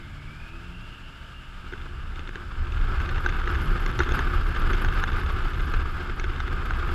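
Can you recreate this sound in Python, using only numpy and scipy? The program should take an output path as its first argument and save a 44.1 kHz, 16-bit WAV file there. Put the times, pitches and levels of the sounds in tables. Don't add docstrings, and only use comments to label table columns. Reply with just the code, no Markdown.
import sys
import numpy as np
from scipy import signal
from scipy.fft import rfft, irfft
from scipy.io import wavfile
from scipy.ndimage import uniform_filter1d

SR = 44100
rng = np.random.default_rng(int(sys.argv[2]) if len(sys.argv) > 2 else 0)


def wrap_up_sound(samples):
    columns = np.atleast_2d(samples).T
    tamed = np.clip(columns, -1, 1)
    steps = np.round(tamed * 32767).astype(np.int16)
    wavfile.write(sys.argv[1], SR, steps)


N = 306054
T = np.arange(N) / SR
HZ = np.fft.rfftfreq(N, 1 / SR)

# time in seconds, level in dB.
THROTTLE = [(0, 1), (.72, -2), (1.1, -6.5), (1.7, -9.5), (6.94, -6)]
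# multiple of the crank speed, level in dB at 0 dB throttle before the pipe.
EXHAUST = [(1, -62), (1.25, -49.5), (1.5, -53.5), (2, -53), (3, -57.5), (4, -61), (5.002, -65)]
# centre in Hz, half width in Hz, boost in dB.
PIPE = [(144.3, 6.9, 5), (174.6, 3.6, 8), (336, 10, 8)]


def engine(crank_hz, crank_turns, throb=0.25):
    note = 0
    for multiple, db in EXHAUST:
        pipe_db = humps(PIPE, multiple * crank_hz)
        swell = amp(db + pipe_db) * (1 + throb * wander(11))
        start_turn = rng.random()
        note = note + swell * np.sin(2 * np.pi * (multiple * crank_turns + start_turn))
    return np.sqrt(2) * amp(curve(THROTTLE)) * note


# time in seconds, level in dB.
WHINE_LEVEL = [(0, -57), (.3, -53), (.55, -56.5), (.9, -51), (1.5, -56.5), (2.2, -65), (6.94, -72)]


def gears(crank_turns, mesh=31, blur_hz=9, sideband_db=-4.5):
    whine = 0
    for offset in np.arange(-10, 11) / 2:
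        strand = np.cos(2 * np.pi * (mesh + offset) * crank_turns)
        whine = whine + amp(sideband_db * abs(offset)) * wander(blur_hz) * strand
    return amp(curve(WHINE_LEVEL)) * unit(whine)


# frequency in Hz, relative level in dB per Hz.
TYRES = [(100, 4), (230, -3.5), (450, -14.5), (590, -12), (650, -9.5), (780, -16), (870, -11.5),
         (915, -5.5), (1000, -14), (2000, -12.5), (3000, -10.5), (4700, -22.5), (6000, -30), (14000, -41.5),
         (15000, -54)]
# centre in Hz, half width in Hz, boost or dip in dB.
CASE = [(353.6, 16.5, 7), (771.4, 12.6, 6.5), (1228, 144, 8.5), (1526, 269, 11), (1890, 46, -9.5),
        (2160, 79, 1.5), (3979, 180, -4), (5060, 360, 4), (7480, 780, 5), (13400, 448, 5.5)]


def tyres(crank_turns, level_db=-46.0, clatter=0.029, flicker_db=0.98):
    pulse = 1 + clatter * np.cos(2 * np.pi * crank_turns)
    hiss = noise(shape(TYRES) + humps(CASE, HZ))
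    return amp(level_db + flicker_db * wander(21)) * pulse * hiss


# time in seconds, level in dB re cruising on the straight.
AIRFLOW = [(0, -15.5), (1.55, -15.5), (1.75, -11), (2.48, -11.5), (2.8, -4), (3.55, 0), (4.5, 0),
           (4.9, 1.5), (5.8, -2), (6.4, -5), (6.82, -0.5)]
# centre in seconds, length in seconds, change in dB.
GUSTS = [(3.417, 0.062, -5), (3.683, 0.14, 5.5), (4.171, 0.081, 8.5), (4.762, 0.25, 3), (5.517, 0.1, -2.5),
         (5.639, 0.21, 3)]


def airflow(growth, gust_share):
    gusts_db = sum(db * bell(s, length) for s, length, db in GUSTS)
    return growth * curve(AIRFLOW) + gust_share * gusts_db


def turbulent(level_db, onset_db):
    onset_power = amp(onset_db) ** 2
    return np.sqrt(np.maximum(amp(level_db) ** 2 - onset_power, 0.047 * onset_power))


# time in seconds, level in dB.
BUFFETING = [(0, -41.5), (.7, -39.5), (1.28, -44), (2.12, -31.5), (2.42, -38), (2.62, -25), (4.75, -24),
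             (5.6, -24.5), (6.05, -30), (6.85, -25)]
# centre in seconds, dB above the rest.
HEAVES = [(2.84, 5.5), (3.7, 4.5), (4.39, 6), (4.69, 8), (4.901, 5), (5.78, 7), (6.26, 4.5)]
# frequency in Hz, relative level in dB per Hz.
BUFFET = [(10, -45), (20, -4.5), (29, 2), (37, -4), (47, -15), (66, -6.5), (78, -8.5), (95, -18),
          (125, -22.5), (400, -100)]
# frequency in Hz, relative level in dB per Hz.
ROAR = [(50, -19), (85, -17), (115, 1.5), (200, -9), (300, -15), (1500, -68)]


def buffeting(eddies, roar_db=-40, onset_db=-8.5, eddy_db=2, growth=0.56, gust_share=0.99, heave_s=0.1):
    heaves_db = sum(db * bell(s, heave_s) for s, db in HEAVES)
    thumps = steadied(noise(shape(BUFFET)), 0.152) * amp(curve(BUFFETING) + heaves_db)
    roar = steadied(noise(shape(ROAR)) * amp(eddy_db * eddies), 0.13)
    roar = roar * turbulent(airflow(growth, gust_share), onset_db)
    return thumps + amp(roar_db) * roar


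# frequency in Hz, relative level in dB per Hz.
RUSH = [(100, -15), (230, -2), (400, -0.5), (600, -11), (1000, -5.5), (3000, -12), (4500, -23), (6000, -35),
        (9000, -43), (12500, -51), (14500, -68)]


def air_rush(eddies, level_db=-34.0, onset_db=-15.0, eddy_db=1.25, patch_db=2.54, gust_share=0.44):
    colour = shape(RUSH) + humps(CASE, HZ)
    octaves = np.log2(np.maximum(HZ, 200) / 1500)
    flurries = 0
    for tilt in (-1, 1):
        flurries = flurries + noise(colour + tilt * octaves) * amp(patch_db * wander(36))
    rush = unit(flurries * amp(eddy_db * eddies))
    return turbulent(airflow(0.96, gust_share), onset_db) * amp(level_db) * rush


# frequency in Hz, relative level in dB per Hz.
SIZZLE = [(7000, -30), (9800, -16), (10800, -11), (11400, -2.5), (12200, -12), (12800, -16), (15000, -40)]


def sizzle(eddies, level_db=-66, onset_db=-13, eddy_db=1.7, spit_db=10.5, growth=1.65, gust_share=0.99):
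    on_off = np.tanh(wander(150) - .8)
    spits = rng.standard_normal(N) * amp(eddy_db * eddies + spit_db * on_off)
    ringing = unit(irfft(rfft(spits) * amp(shape(SIZZLE)), N))
    return turbulent(airflow(growth, gust_share), onset_db) * amp(level_db) * steadied(ringing, 0.187)


# base level in dB, dB per dB of strength, dB per dB of sharpness.
DROP_PARTS = [(-37, 1, 0), (-36, 1, -0.57), (-43, 0.69, 0.29), (-56, 1.46, .5)]


def blow(strength_db, sharpness_db, thud_db):
    levels_db = np.array([db + growth * strength_db + tilt * sharpness_db
                          for db, growth, tilt in DROP_PARTS])
    levels_db[0] += thud_db
    return levels_db


# frequency in Hz, relative level in dB, time to decay by 60 dB in seconds.
DROP_MODES = [
    [(363.5, 3, 0.04), (460.6, -10, 0.0061)],
    [(790, -14, .012), (960, -11, .01), (1310, -8, .012), (1560, 0, .013)],
    [(2105, 2, 0.02), (2695, 8, .009), (3230, -2.5, 0.013), (3566, 2, 0.014)],
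    [(4300, 4.5, 0.012), (5600, 3, 0.01), (6400, 6, 0.009)],
]


def drop(levels_db, splash_s=0.0019, splash=0.16, build_s=0.00034, detune=0.021):
    t = np.arange(SR // 16) / SR
    force = splash * rng.standard_normal(len(t)) * np.exp(-t / splash_s)
    force[0] += 1
    sound = 0
    for modes, level_db in zip(DROP_MODES, levels_db):
        ring = 0
        for k, (hz, db, t60) in enumerate(modes):
            tone = np.sin(2 * np.pi * hz * rng.normal(1, detune) * t)
            ring = ring + (-1) ** k * amp(db - 60 * t / t60) * tone
        ring = signal.fftconvolve(force, ring * (1 - np.exp(-t / build_s)))[:len(t)]
        sound = sound + amp(level_db) * ring * np.sqrt(SR / 100) / np.linalg.norm(ring)
    return sound


# start in seconds, strength in dB, sharpness in dB, extra level of the thud in dB.
DROPS = [(1.724, -8.5, -1, 5), (1.735, -4.5, -8, 2), (1.814, -16, 14, -12), (2.158, -10, 13, -5),
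         (2.193, -7.5, 14, 2), (2.274, -6.5, -1, -7), (2.291, -4.5, 3, -2), (2.356, -1.5, -2, -2),
         (2.721, -7, 13, 0), (3.002, 1, -3, -16), (3.091, 2.5, 1, -21), (3.18, -5, -5, -6),
         (3.2617, 9.5, -9, -15), (3.288, 0, -3, -2), (3.292, -2, 10, -3), (3.416, -3, -8, -9),
         (3.475, 0.5, -6, -5), (3.553, -3, -2, -4), (3.862, 4, 8, -4), (3.9903, 8, 4, -6),
         (3.9935, 4.5, 7, 2.5), (4.0038, 8, -13.5, 3.5), (4.033, 1, 6, -12), (4.091, 0, 3, -14),
         (4.12, 1.5, 13, 1), (4.191, 7, -4, -7), (4.732, 4, 1, -2), (4.847, 5.5, -6, -14),
         (5.038, 8.5, -4, -11), (5.738, 3.5, -2, -9), (6.197, 3.5, 11, -5.5), (6.241, 1.5, -1, -1),
         (6.402, 4, -4, -14), (6.479, -9, -13, -8), (6.707, 2.5, -10, -15)]


def rain(small_db=-11, spread_db=2.5, sharp_db=2, sharp_spread_db=5, small_thud_db=-7,
         scatter_s=.09, droplet_db=-7, count=170):
    out, wind_db = np.zeros(N), curve(AIRFLOW)
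    swept = np.cumsum(amp(wind_db))

    def small_drop(s, size_db):
        strength_db = np.interp(s, T, wind_db) + size_db
        sharpness_db = sharp_db + sharp_spread_db * rng.standard_normal()
        add(out, s, drop(blow(strength_db, sharpness_db, small_thud_db)))

    for s, strength_db, sharpness_db, thud_db in DROPS:
        add(out, s, drop(blow(strength_db, sharpness_db, thud_db)))
        for delay in scatter_s * rng.random(2) ** 2:
            small_drop(s + delay, droplet_db)
    for when, size in rng.random((count, 2)):
        s = np.interp(when * swept[-1], swept, T)
        small_drop(s, small_db + spread_db * min(-np.log(size), 3))
    return out


def camera_whistle(hz=10645, level_db=-79):
    return np.sqrt(2) * amp(level_db) * np.sin(2 * np.pi * hz * T + .3 * wander(30))


def amp(db):
    return 10 ** (np.asarray(db) / 20)


def unit(x):
    return x / np.sqrt(np.mean(x ** 2) + 1e-20)


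def curve(rows):
    rows = np.asarray(rows)
    return np.interp(T, rows[:, 0], rows[:, 1])


def add(mix, s, sound):
    part = mix[max(round(s * SR), 0):][:len(sound)]
    part += sound[:len(part)]


def noise(db):
    return unit(irfft(rfft(rng.standard_normal(N)) * amp(db), N))


def shape(points):
    hz, db = np.transpose(points)
    return np.interp(np.log(HZ + 1), np.log(hz), db)


def humps(resonances, at_hz):
    return sum(db * np.exp(-((at_hz - hz) / width) ** 2) for hz, width, db in resonances)


def wander(hz):
    return noise(-20 * np.log10(1 + (HZ / hz) ** 4))


def steadied(x, seconds):
    power = uniform_filter1d(x ** 2, int(seconds * SR))
    return x / np.sqrt(abs(power) + 1e-3)


def bell(s, length):
    return np.exp(-(2 * (T - s) / length) ** 2)


# time in seconds, turns per second.
CRANK = [(0, 68), (.28, 73), (.6, 85), (.8, 88.7), (1.1, 92.5), (1.6, 89.4), (6.94, 84)]


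def scene():
    crank_hz = curve(CRANK) * (1 + 0.00317 * wander(11))
    crank_turns = np.cumsum(crank_hz) / SR
    eddies = unit(wander(7.3) + wander(80))
    bike = engine(crank_hz, crank_turns) + gears(crank_turns) + tyres(crank_turns)
    wind = buffeting(eddies) + air_rush(eddies) + sizzle(eddies)
    return (bike + wind + rain() + camera_whistle())[None]


def record(dry, edge_hz=15000):
    lowpass = signal.firwin(511, edge_hz, window=("kaiser", 9), fs=SR)
    return signal.oaconvolve(dry, lowpass[None], "same")


dry = scene()
out = record(dry)
wrap_up_sound(out)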